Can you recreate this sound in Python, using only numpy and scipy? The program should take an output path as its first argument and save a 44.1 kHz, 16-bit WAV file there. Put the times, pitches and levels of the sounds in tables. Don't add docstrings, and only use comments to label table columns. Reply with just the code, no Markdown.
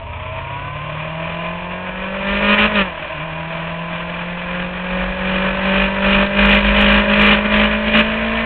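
import sys
import numpy as np
from scipy import signal
from scipy.fft import rfft, irfft, next_fast_len
from scipy.io import wavfile
from scipy.ndimage import uniform_filter1d

SR = 44100
rng = np.random.default_rng(int(sys.argv[2]) if len(sys.argv) > 2 else 0)


def ratio_of_db(decibels):
    return 10 ** (np.asarray(decibels, float) / 20)


def wav_out(sig):
    wavfile.write(sys.argv[1], SR, np.round(np.clip(np.atleast_2d(sig).T, -1, 1) * 32767).astype(np.int16))


N = 372644
TIME = np.arange(N) / SR
SHIFT_S = 3.03
STEP = 64


def level(x, db):
    return x * ratio_of_db(db) / np.sqrt(np.mean(x ** 2))


def curves(table):
    s, *columns = np.transpose(table)
    return [np.interp(TIME, s, column) for column in columns]


def colour(x, points):
    hz, db = np.transpose(points)
    size = next_fast_len(N)
    bins_hz = np.arange(size // 2 + 1) * SR / size
    gain = ratio_of_db(np.interp(np.log(bins_hz + 1), np.log(hz), db))
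    return irfft(rfft(x, size) * gain, size)[:N]


def ring(x, modes):
    total = 0
    for k, (hz, width, db) in enumerate(modes):
        b, a = signal.iirpeak(hz, hz / width, SR)
        total = total + (-1) ** k * ratio_of_db(db) * signal.lfilter(b, a, x)
    return total


def drift(rate):
    k = int(SR / rate / STEP)
    held = np.repeat(rng.standard_normal(N // STEP // k + 2), k)
    return 1.11 * uniform_filter1d(uniform_filter1d(held, k), k)


def spread(steps):
    return np.interp(np.arange(N) / STEP, np.arange(len(steps)), steps)


def walk(rate):
    return spread(drift(rate))


def tone(turns, multiple, flutter_db):
    strength = spread(ratio_of_db(flutter_db * drift(14)))
    return np.sqrt(2) * strength * np.sin(2 * np.pi * (multiple * turns + rng.random()))


def orders(turns, table, flutter_db):
    return sum(ratio_of_db(db) * tone(turns, multiple, flutter_db) for multiple, db in table)


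def gate(turns, cycle, firing):
    return np.exp(cycle * np.cos(np.pi * turns / 2) + firing * np.cos(2 * np.pi * turns))


def firings(turns, jitter, scatter_db, uneven=1):
    # (strength [dB], timing error [firings])
    cylinders = [(-1.5, 0.0122), (-5, 0.06), (-2, -0.013), (0.5, 0.0309)]
    count = np.arange(1, int(turns[-1]) - 1)
    cylinder = uneven * np.array(cylinders)[count % 4]
    chance = rng.standard_normal((len(count), 2))
    place = np.interp(count + cylinder[:, 1] + jitter * chance[:, 0], turns, np.arange(N))
    pulses = np.zeros(N)
    pulses[place.astype(int)] = ratio_of_db(cylinder[:, 0] + scatter_db * chance[:, 1])
    return pulses


def through_fairing(x):
    # (frequency [Hz], width [Hz], level [dB])
    panels = [(639, 64, 2), (1018, 150, 0.5), (1270, 18, -10), (1499.6, 79, -6.5), (2463.3, 81, -4),
              (550, 100, -5), (2741.4, 100, -2.5)]
    return ring(ring(x, panels), panels)


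def combustion(turns):
    # (multiple of firing rate [1], level [dB])
    airbox = [(2.75, -10), (3, -3), (3.75, -4.5), (4, 2.5), (4.25, -9.5), (5, 1.5), (6, -5), (6.75, -12.5),
              (8, 2), (8.5, -4), (10, -1.5), (14.25, -3.5), (16, -7), (19.5, -3)]
    # (multiple of firing rate [1], level [dB])
    exhaust = [(2, -21), (1.75, -32.5), (.5, -18.5), (2.5, -28), (2.25, -32)]
    pulses = firings(turns, jitter=.005, scatter_db=.6)
    intake = orders(turns, airbox, flutter_db=2.0)
    body = level(through_fairing(pulses), -6.5) + level(through_fairing(intake), -4.5)
    return body + orders(turns, exhaust, flutter_db=2.5)


def gear_whine(turns):
    # (multiple of firing rate [1], level [dB])
    teeth = [(3.54, -0.5), (7.08, 4), (10.62, 4.5), (5.75, -9)]
    mesh = orders(turns, teeth, flutter_db=-2.5)
    return level(through_fairing(mesh), 0) + level(mesh, -5.5)


def engine(turns, db, whine_db):
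    # (multiple of firing rate [1], level [dB])
    drone = [(.6, -37), (.75, -35.5), (.38, -42)]
    fade = 1 / (1 + np.exp((TIME - 0.81) / 0.3))
    gears = ratio_of_db(whine_db) * (0.046 + fade) * gear_whine(turns)
    return ratio_of_db(db) * combustion(turns) + gears + fade * orders(turns, drone, flutter_db=2.0)


def rush(turns, db):
    # (frequency [Hz], density [dB per Hz])
    spectrum = [(35, -36.5), (60, -6), (118, -16.5), (166, -6.5), (213, -16), (334, -15.5), (392, -22),
                (624, -6), (746, -17.5), (1030, -6), (1420, -19), (2430, -10), (3470, -20.5), (4300, -58),
                (5590, -81.5), (9460, -120)]
    # (frequency [Hz], width [Hz], level [dB])
    tyres = [(1600, 360, 7.5), (2090, 77, -0.5)]
    # (frequency [Hz], width [Hz], level [dB])
    screen = [(2362, 200, -2), (2750, 58, 0.5)]
    noise = rng.standard_normal(N) * gate(turns, cycle=0.19, firing=0.15) * ratio_of_db(2.2 * walk(29))
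    speed = 1 - np.exp(-TIME / 10)
    air = level(colour(noise, spectrum), 0.17)
    hiss = speed * level(ring(noise, tyres), 0.5)
    return ratio_of_db(db) * (air + hiss + level(ring(noise, screen), -15.5))


def wind(db):
    noise = rng.standard_normal(N) * ratio_of_db(2.2 * walk(35))
    rumble = colour(noise, [(12, -6.5), (28, 7.5), (60, -2.0), (130, -9), (400, -25.5)])
    buffeting = ratio_of_db(uniform_filter1d(db, size=SR // 6) - 9.0)
    return level(rumble, 0) * (buffeting + ratio_of_db(-50.5))


def shaking(steady_db):
    # (start [s], length [s], shaking [dB], once-a-cycle thump [dB])
    bursts = [(2.274, 0.123, -24.5, -37), (2.422, 0.055, -20.5, -42), (2.483, 0.0668, -16.5, -38),
              (2.586, 0.083, -17.5, -27.5), (2.754, 0.071, -18.5, -35), (4.516, 0.15, -29, -40),
              (4.906, 0.142, -26, -28.5), (5.066, 0.055, -31.5, -28), (5.225, 0.2844, -24.5, -30.5),
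              (5.656, .21, -21, -36), (6.05, 0.19, -18, -24.5), (6.386, 0.2, -16, -21),
              (6.642, 0.09, -20.5, -22), (6.766, .24, -16, -21), (7.089, 0.059, -17.5, -36),
              (7.181, 0.17, -14.5, -23.5), (7.374, 0.024, -24, -23.5), (7.452, 0.012, -17, -27),
              (7.522, 0.14, -17.5, -23.5), (7.718, .08, -29.5, -28.5), (7.871, 0.02, -21.5, -32),
              (7.947, 0.068, -14.5, -41)]
    power = ratio_of_db(2 * (steady_db + .7 * walk(12)))
    thump = ratio_of_db(2 * (steady_db - 6))
    for start, length, db, thump_db in bursts:
        swell, die = 0.0031 + 0.14 * length, 0.0031 + 0.072 * length
        near = slice(int((start - 6 * swell) * SR), int((start + length + 6 * die) * SR))
        rise = 1 + np.tanh((TIME[near] - start) / swell)
        shape = rise * (1 - np.tanh((TIME[near] - start - length) / die)) / 4
        power[near] += ratio_of_db(2 * db) * shape
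        thump[near] += ratio_of_db(2 * thump_db) * shape
    return 10 * np.log10(power), 10 * np.log10(thump)


def follow(db, pivot_level_db, slope):
    return pivot_level_db + slope * (db + 25)


def mount_overtones(turns):
    # (multiple of firing rate
    # [1], level [dB])
    mount_orders = [(0.25, -6), (0.5, -26.5), (0.75, -16), (1, 0), (1.25, -19), (1.5, -35), (1.75, -13.5),
                    (2, -15.5), (2.25, -12.5), (2.5, -20.5), (2.75, -8.5), (3, 0.5), (3.25, -24),
                    (3.5, -37.5), (3.75, -24.5), (4, -13), (4.25, -18.5), (4.5, -23.5), (4.75, -11),
                    (5, -5.5), (5.25, -25), (5.5, -32), (5.75, -19), (6, -8), (6.25, -24), (6.5, -20),
                    (6.75, -29), (7, -13),
                    (8, -7.5), (9, -7), (10, -8.5)]
    # (frequency [Hz], width [Hz], level [dB])
    mount_modes = [(614, 120, -1.5), (1043, 92, 1)]
    carried = [row for row in mount_orders if row[0] not in (.25, 1, 3, 5, 6)]
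    over = orders(turns, carried, flutter_db=1.5)
    return level(ratio_of_db(-6.5) * over + ring(over, mount_modes), -1.8)


def smear(x, late_s):
    size = next_fast_len(N)
    hz = np.arange(size // 2 + 1) * SR / size
    return irfft(rfft(x, size) * np.exp(-1j * np.pi * late_s * hz ** 2 / 4000), size)[:N]


def case_knocks(turns):
    uneven = level(firings(turns, jitter=.007, scatter_db=2.0), -4)
    even = level(firings(turns, jitter=.004, scatter_db=1.5, uneven=.15), 1)
    knocks = np.where(np.arange(N) < SHIFT_S * SR, even, uneven)
    return smear(knocks, late_s=0.00401)


def crackle():
    # (frequency [Hz], width [Hz], level [dB])
    crackle_band = [(3870, 1400, 0)]
    snaps = (rng.random(N) < 9 / SR) * rng.exponential(size=N)
    decay = np.exp(-1 / (0.0017 * SR))
    burst = signal.lfilter([1], [1, -decay], snaps) * rng.standard_normal(N)
    return level(ring(ring(burst, crackle_band), crackle_band), -28)


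def case_buzz(turns):
    # (frequency [Hz], density [dB per Hz])
    spectrum = [(140, -35), (230, -4), (290, -12.5), (457, -6.5), (516, -12.5), (613, -5), (710, -28.5),
                (803, -2.5), (1000, -13.5), (1310, -10.5), (1820, 2.5), (2170, -3), (2480, -3),
                (3490, -11.5), (4300, -41), (5590, -61.5), (9460, -120)]
    # (frequency [Hz], width [Hz], level [dB])
    case = [(2450, 130, 0), (1870, 200, -10), (2850, 300, -9)]
    # (frequency [Hz], width [Hz], level [dB])
    bracket = [(1120, 520, 0)]
    knocks = case_knocks(turns)
    noise = rng.standard_normal(N) * gate(turns, cycle=.35, firing=0.061) * ratio_of_db(2.5 * walk(43))
    chatter = knocks + noise
    buzz = level(colour(chatter, spectrum), -2) + level(ring(chatter, case), -5.0) + crackle()
    return buzz + level(ring(ring(knocks, bracket), bracket), -8.5)


def mount(turns, hz, firing_db, thump_db, overtone_db, buzz_db):
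    ringing = 1 / (1 + np.exp((177 - hz) / 5.0))
    hard = 1 / (1 + np.exp(-(buzz_db + 30) / 12.2))
    firing = ratio_of_db(firing_db - 0.26) * tone(turns, 1, flutter_db=0.4)
    thump = ratio_of_db(thump_db + 1.5) * tone(turns, .25, flutter_db=3.0)
    third = tone(turns, 3, flutter_db=1.5) * ratio_of_db(-2.0 - 0.95 * np.maximum(hz - 198.4, 0))
    overtones = (third + mount_overtones(turns)) * ratio_of_db(overtone_db)
    return firing + ringing * (overtones + hard * thump) + hard * case_buzz(turns) * ratio_of_db(buzz_db)


def scene():
    # (time [s], firing rate [Hz])
    crank = [(0.0, 114.8), (0.2, 124.0), (0.6, 139.4), (1.2, 163.0), (1.6, 175.6), (2.0, 188.0),
             (2.68, 212.2), (2.745, 210.5), (2.95, 163.0), (3.05, 154.3), (3.15, 153.6), (3.3, 160.4),
             (3.85, 169.2), (5.25, 187.3), (6.65, 203.0), (7.35, 207.5), (7.7, 211.6), (8.45, 226.5)]
    # (time [s], steady shaking of the mount [dB], airborne engine [dB])
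    effort = [(0.0, -41.5, -33.5), (.5, -36, -32.5), (.9, -32, -29), (1.4, -30, -25.5), (1.8, -34.5, -27.5),
              (2.2, -29.5, -35.5), (2.7, -27.5, -29), (2.96, -32.5, -27), (3.7, -31, -28.5),
              (4.4, -30.5, -35), (5.2, -31, -49), (5.95, -25, -27.5), (6.3, -26, -34.5), (7.1, -25, -28),
              (7.5, -24, -34.5), (8.45, -24, -23)]
    clutch = np.exp(-((TIME - SHIFT_S) / 0.12) ** 4)
    late = TIME - 3.12
    hz = curves(crank)[0] + 8 * np.cos(2 * np.pi * 7.2 * late) * np.exp(-(late / .2) ** 2)
    turns = np.cumsum(hz) / SR + (0.011 + 0.025 * clutch) * walk(25)
    stumble_db = 5.0 * clutch * (walk(30) - .8)
    steady_db, engine_db = curves(effort)
    shake_db, thump_db = shaking(steady_db)
    airborne = engine(turns, engine_db + stumble_db, whine_db=engine_db - 5.5)
    rush_db = follow(uniform_filter1d(shake_db, int(0.25 * SR)), -28.5, 0.47)
    overtone_db, buzz_db = follow(shake_db, -26.5, 0.8), follow(shake_db, -24.5, 1.314)
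    held = mount(turns, hz, shake_db - 12 * clutch, thump_db, overtone_db, buzz_db)
    return (airborne + rush(turns, rush_db) + held + wind(thump_db))[None]


def roll_off(x):
    return signal.sosfilt(signal.butter(12, 15800, fs=SR, output="sos"), x)


def record(dry):
    # (frequency [Hz], width [Hz], level taken out [dB])
    housing = [(2178, 110, -5)]
    # (time [s], click level [dB])
    overloads = [(2.6026, -42), (6.0975, -41), (6.4583, -31), (6.498, -33), (6.545, -35), (6.5526, -31),
                 (6.8142, -29), (6.8247, -32), (6.8339, -46), (6.9079, -47), (6.9327, -36), (6.9913, -42),
                 (7.1991, -40), (7.206, -46), (7.2103, -46), (7.2154, -34), (7.2207, -30), (7.2257, -36),
                 (7.2307, -41), (7.249, -39), (7.2683, -34), (7.5751, -37), (7.6368, -41), (7.9856, -33),
                 (7.9906, -45), (8.004, -32)]
    clip = .72
    flat = clip * np.tanh(1.2 * (dry - ring(dry, housing)) / clip)
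    low_pass = signal.cheby2(12, 70, 5020, fs=SR, output="sos")
    narrow = signal.sosfilt(low_pass, flat)
    overshoot = narrow - np.clip(narrow, -.95 * clip, .95 * clip)
    narrow = narrow - signal.sosfiltfilt(low_pass, 2 * overshoot)
    s, db = np.transpose(overloads)
    shaved = np.zeros(N)
    shaved[(s * SR).astype(int)] = ratio_of_db(db + 7.0)
    shaved = np.convolve(shaved, [.3, 0.65, 0.98, 0.46], "same")
    mix = narrow - np.sign(narrow) * shaved
    return roll_off(mix)


dry = scene()
out = record(dry)
wav_out(out)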